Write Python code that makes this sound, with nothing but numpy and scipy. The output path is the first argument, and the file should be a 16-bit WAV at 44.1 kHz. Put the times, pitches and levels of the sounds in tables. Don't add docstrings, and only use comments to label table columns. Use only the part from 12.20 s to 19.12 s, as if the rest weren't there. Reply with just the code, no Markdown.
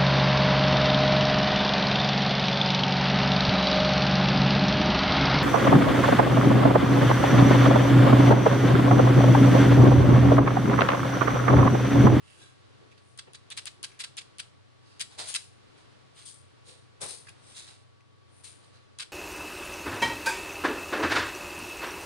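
import sys
import numpy as np
from scipy import signal
from scipy.fft import rfft, irfft, next_fast_len
from scipy.io import wavfile

SR = 44100
rng = np.random.default_rng(int(sys.argv[2]) if len(sys.argv) > 2 else 0)


def unload_wav(signal):
    wavfile.write(
        sys.argv[1],
        SR,
        np.round(np.clip(np.atleast_2d(signal).T, -1, 1) * 32767).astype(np.int16),
    )


N = 305172

# t/s, relative click level/dB, landing level/dB, flight time/s, landing spread/s
RIM_TAPS = [(0.9762, -47, -37, .0176, .0036), (1.1336, -49, -44, .018, 0.0044),
            (1.303, -40, -38.5, .0172, 0.0057), (1.368, -46, -32, 0.011, 0.0035),
            (1.456, -37, -35.5, .018, .0055), (1.6297, -36.5, -33, 0.015, 0.0051),
            (1.7921, -44, -34, 0.016, 0.0074), (1.969, -41, -34.5, .016, 0.0063),
            (2.1844, -42.5, -34, .0152, 0.0047), (2.796, -41, -29.5, .0165, 0.0081),
            (3.141, -31, -26, .011, .0035), (5.092, -48, -55.5, 0.0065, .005),
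            (6.787, -38.5, -34.5, 0.019, 0.0073)]
# f/Hz, level/dB
IMPACT_SPECTRUM = [(200, -24.5), (750, -13), (1050, -3), (1400, -2), (2000, 0.5), (2700, 3.5), (4300, -0.5),
                   (5100, 0), (6000, -3.5), (7500, -3), (8800, 2), (10400, -7)]


def amp(db):
    return 10 ** (np.asarray(db) / 20)


def unit(x):
    return x / np.sqrt(np.mean(x ** 2) + 1e-20)


def along(points, hz):
    f, values = np.transpose(points)
    return np.interp(np.log(hz + 1), np.log(f + 1), values)


def filtered(x, response):
    n = x.shape[-1]
    size = next_fast_len(n + 4096)
    return irfft(rfft(x, size) * response(np.fft.rfftfreq(size, 1 / SR)), size)[..., :n]


def coloured(x, points):
    return filtered(x, lambda hz: amp(along(points, hz)))


def tilted(points, db_per_octave):
    return [(hz, db + db_per_octave * np.log2(max(hz, 1000) / 4000)) for hz, db in points]


def resonant(x, centre_hz, width_hz, db):
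    return filtered(x, lambda hz: 1 + amp(db) / (1 + 2j * (hz - centre_hz) / width_hz))


def wobble(rate):
    count = int(N * rate / SR) + 4
    fine = signal.resample(rng.standard_normal(count), count * 20)
    return np.interp(np.arange(N) * rate / SR * 20, np.arange(len(fine)), fine)


def swell(t, rise, t60):
    return np.where(t < 0, np.exp(-.5 * (t / rise) ** 2), amp(-60 * np.abs(t) / t60))


def add(track, start_s, sound):
    start = round(start_s * SR)
    part = sound[:, max(-start, 0):N - start]
    track[:, max(start, 0):][:, :part.shape[1]] += part


def contact(spectrum, t60, ring_db, count=1, direct=0.81, lag_s=.00045):
    # f/Hz, level/dB, t60/s
    sheet_modes = [(1354, -11, 0.23), (1607, 1.5, 0.086), (1854, -1, 0.022), (2560, 0, 0.034),
                   (2680, 9, 0.015), (3350, -10, 0.12), (3490, -6, 0.073), (3940, 3.5, 0.056),
                   (4563, 4.5, 0.069), (5120, -1, 0.058), (6260, -3, 0.031), (7730, 10.5, 0.016),
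                   (8250, -26, 0.026), (10000, 3, 0.025)]
    t = np.arange(SR // 15) / SR
    hz, db, mode_t60 = np.transpose(sheet_modes)
    modes = amp(db[:, None] - 60 * t / mode_t60[:, None]) * np.sin(2 * np.pi * hz[:, None] * t)
    ring = rng.standard_normal((count, 2, len(hz))) @ modes
    scattered = rng.standard_normal((count, 2, len(t))) * amp(-60 * t / t60)
    crack = rng.standard_normal((count, len(t))) * amp(-120 * t / t60)
    crack = np.stack([np.roll(crack, round(lag_s * SR), axis=1), crack], axis=1)
    sound = scattered + direct * crack + amp(ring_db) * ring
    sound = coloured(np.pad(sound, [(0, 0), (0, 0), (SR // 2000, 0)]), spectrum)
    return sound / np.sqrt(np.sum(sound ** 2, axis=(1, 2), keepdims=True) / 2)


def patter(envelope, spots, rate, scatter_db):
    shape = (len(spots), len(envelope))
    hit = rng.random(shape) < rate / SR / len(spots)
    blows = np.zeros(shape)
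    blows[hit] = amp(scatter_db * rng.standard_normal(hit.sum()))
    blows *= envelope
    blows *= np.linalg.norm(envelope) / (np.linalg.norm(blows) + 1e-12)
    size = next_fast_len(len(envelope) + spots.shape[-1])
    return irfft(np.sum(rfft(blows, size)[:, None] * rfft(spots, size), axis=0), size)


def background(floor_db=-60, drift_db=1.37):
    # f/Hz, relative level/dB
    floor_spectrum = [(20, -17.5), (45, -27), (64, -15), (85, -15.5), (135, -5), (170, -11), (280, -13.5),
                      (440, -11.5), (700, -16), (1250, -15.5), (2200, -19.5), (4300, -21), (6500, -30),
                      (10800, -36.5)]
    # f/Hz, correlation
    floor_correlation = [(30, 0.4), (100, 0.78), (280, -0.85), (550, -0.45), (1150, -0.061), (10000, 0.083)]
    # f/Hz, left minus right level/dB
    floor_balance = [(80, 10), (200, 2.5), (1100, 2.5), (1900, 2), (3400, -4), (5900, -0.5), (10000, 9)]
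    # f/Hz, left level/dB, right level/dB, phase between sides/rad, waver/Hz, throb/dB
    tones = [(94.7, -64.5, -62.5, 2.17, 2.56, 2.5), (120.5, -62, -64, 2.32, 2.98, 2),
             (1132.5, -72, -81.5, 0.45, 0.95, 1)]

    def mid_side_response(hz):
        angle = np.arccos(np.clip(along(floor_correlation, hz), -.95, 1)) / 2
        return amp(along(floor_spectrum, hz)) * np.array([np.ones_like(hz), np.tan(angle)])

    mid, side = filtered(rng.standard_normal((2, N)), mid_side_response)
    floor = np.array([mid + side, mid - side])
    floor = filtered(floor, lambda hz: amp(np.outer([.5, -.5], along(floor_balance, hz))))
    out = amp(floor_db + drift_db * wobble(3.17)) * unit(floor)
    for hz, left_db, right_db, offset, waver_hz, throb_db in tones:
        phase = 2 * np.pi * np.cumsum(hz + waver_hz * wobble(17)) / SR
        tone = amp(throb_db * wobble(12)) * np.sin([phase, phase + offset])
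        out += amp([[left_db], [right_db]]) * unit(tone)
    return out


def room(x, delay_s=.008):
    # f/Hz, t60/s
    decay_times = [(200, 0.77), (1500, 0.23), (4000, 0.34), (10000, 0.32)]
    hz, t, noise = signal.stft(rng.standard_normal((2, SR // 2)), SR, nperseg=256)
    decay = amp(-60 * t / along(decay_times, hz)[:, None])
    tail = signal.istft(noise * decay, SR, nperseg=256)[1]
    tail = np.pad(tail / np.linalg.norm(tail[0]), [(0, 0), (round(delay_s * SR), 0)])
    return signal.fftconvolve(x, tail, axes=1)[:, :N]


def pushes(width_hz=90, firm_db=-44.5, rise_per_t60=0.034, lean_db=1.5):
    # peak t/s, level/dB, t60/s, resonance f/Hz
    hand_pushes = [(.195, -62.5, .4, 334), (.625, -58, 0.3, 358), (1.079, -52, .17, 405),
                   (1.6, -62, 0.46, 335), (2.998, -45.5, 0.36, 600), (4.49, -58, .34, 490),
                   (4.83, -41.5, 0.38, 455)]
    # f/Hz, level/dB
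    flex_spectrum = [(25, -46), (70, -12), (150, -7), (240, -14), (400, -0.5), (520, -1.5), (700, -0.5),
                     (950, -0.5), (1300, -7.5), (3000, -10), (8000, -70)]
    out, t = np.zeros((2, N)), np.arange(-SR // 10, SR // 3) / SR
    for peak_s, db, t60, grip_hz in hand_pushes:
        rub = coloured(rng.standard_normal((2, len(t))), flex_spectrum)
        hollow_db = 1.5 * (firm_db - db)
        scuff = unit(resonant(rub, grip_hz, width_hz, hollow_db))
        add(out, peak_s + t[0], amp(db) * swell(t, rise_per_t60 * t60, t60) * scuff)
    return amp([[lean_db], [-lean_db]]) * out


def brushes(t60_per_rise=15):
    # peak t/s, level/dB, rise/s, scratch f/Hz
    strokes = [(.11, -57.5, 0.057, 2850), (.225, -53.5, 0.029, 3550), (.72, -58.5, .006, 2400),
               (.78, -58, .004, 4430), (1.72, -59, 0.04, 2270), (2.721, -61.5, 0.059, 4560),
               (5.0706, -44, .0012, 1800), (5.086, -46, 0.0037, 2480), (5.808, -64, 0.0042, 2110),
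               (6.56, -61, 0.024, 4340)]
    # f/Hz, level/dB
    slip_spectrum = [(200, -19), (700, -4), (1100, -1), (1700, -1), (2800, -2), (4200, -9), (6000, -3.5),
                     (10400, -4.5)]
    out, t = np.zeros((2, N)), np.arange(-SR // 5, SR // 3) / SR
    for peak_s, db, rise, scratch_hz in strokes:
        spots = contact(slip_spectrum, t60=0.0035, ring_db=-27.5, count=3)
        spots = resonant(spots, scratch_hz, width_hz=450, db=5)
        spots *= np.sqrt(2 * len(spots)) / np.linalg.norm(spots)
        scratch = patter(swell(t, rise, t60_per_rise * rise), spots, rate=1800, scatter_db=0.5)
        add(out, peak_s + t[0], amp(db) * scratch)
    return out


def slides(settle_t60=0.4, creep_db=-27, creep_t60=1):
    # peak t/s, level/dB, rise/s, tilt/(dB per octave)
    heap_slides = [(.12, -66, .06, 2), (.235, -57, 0.092, 12), (.92, -65.5, 0.086, 5),
                   (2.925, -53.5, 0.016, -3.5), (2.996, -34.5, 0.0083, 0), (3.093, -34, 0.016, 2.5),
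                   (3.585, -62, .012, -3.5), (4.0, -48.5, .026, 0), (4.061, -39, 0.0054, 5.5),
                   (4.49, -48.5, .02, 2), (4.819, -30.5, .0061, 5), (4.9, -34, 0.017, 5.5),
                   (5.32, -51.5, 0.061, 1.5), (5.388, -41, 0.026, 1.5), (5.485, -49.5, 0.015, -1.5),
                   (6.2, -58, .055, 11), (6.247, -41.5, 0.0063, 3), (6.45, -62.5, .03, 3)]
    # f/Hz, level/dB
    rustle_spectrum = [(200, -46), (700, -6), (1400, -11), (2400, -6), (3800, -4.5), (4900, -5.5),
                       (5900, -6.5), (7500, -4.5), (9100, 4.5), (10400, -9.5)]
    out, t = np.zeros((2, N)), np.arange(-SR // 5, SR // 2) / SR
    for peak_s, db, rise, tilt in heap_slides:
        spots = contact(tilted(rustle_spectrum, tilt), t60=.004, ring_db=-42, count=6)
        envelope = np.hypot(swell(t, rise, settle_t60), amp(creep_db) * swell(t, rise, creep_t60))
        rustle = patter(envelope, spots, rate=5000, scatter_db=2.5)
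        add(out, peak_s + t[0], amp(db) * rustle)
    return out


def taps(click_gain_db=22, buzz_gain_db=-6, buzz_t60=.09, lean_db=3.0):
    # f/Hz, level/dB
    nail_spectrum = [(200, -55), (900, -11), (2400, -15), (3200, 4), (3900, -18), (4700, -1), (5600, -6.5),
                     (6900, 3), (7600, -9), (9600, 11), (10100, 1), (10500, -12)]
    out, t = np.zeros((2, N)), np.arange(SR // 20) / SR
    balance = amp([[lean_db], [-lean_db]])
    for tap_s, db, *_ in RIM_TAPS:
        click = contact(nail_spectrum, t60=.014, ring_db=-36)[0]
        add(out, tap_s - .0005, amp(db + click_gain_db) * balance * click)
        spots = contact(IMPACT_SPECTRUM, t60=0.0048, ring_db=-46, count=3)
        envelope = amp(db + buzz_gain_db - 60 * t / buzz_t60)
        add(out, tap_s, patter(envelope, spots, rate=3000, scatter_db=3))
    return out


def landings(hard_db=-38, settle_db=-16, settle_t60=0.18, rebound_spread_s=0.0047, lean_db=1.3):
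    # t/s, level/dB
    rebounds = [(1.390, -38.5), (1.8437, -35), (2.017, -49), (3.163, -26), (6.829, -38)]
    out, t = np.zeros((2, N)), np.arange(-SR // 30, SR // 8) / SR
    balance = amp([[lean_db], [-lean_db]])
    first = [(tap_s + flight, db, spread) for tap_s, _, db, flight, spread in RIM_TAPS]
    second = [(land_s, db, rebound_spread_s) for land_s, db in rebounds]
    for land_s, db, spread in first + second:
        shower = np.exp(-np.where(t < 0, np.abs(t / spread) ** 3 / 3, (t / spread / 2) ** 2))
        settling = amp(settle_db) * swell(t, spread / 2, settle_t60)
        spectrum = tilted(IMPACT_SPECTRUM, db_per_octave=.3 * max(db - hard_db, 0))
        spots = contact(spectrum, t60=0.0065, ring_db=-32, count=7)
        clatter = patter(np.hypot(shower, settling), spots, rate=3600, scatter_db=2.0)
        add(out, land_s + t[0] - .0015, amp(db) * balance * clatter)
    return out


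def scene():
    # f/Hz, right minus left level/dB
    shadow = [(200, 8.5), (700, -2), (1500, 3.5), (2600, 1), (4000, 8), (5000, 4), (6000, -3), (7200, -10),
              (9000, -23.5), (10400, -18.5)]
    tray = taps() + landings() + slides() + brushes() + pushes()
    left, right = tray + amp(-14) * room(tray)
    return np.array([left, coloured(right, shadow)]) + background()


def record(dry, cutoff_hz=10600):
    return filtered(dry, lambda hz: 1 / np.sqrt(1 + (hz / cutoff_hz) ** 320))


dry = scene()
out = record(dry)
unload_wav(out)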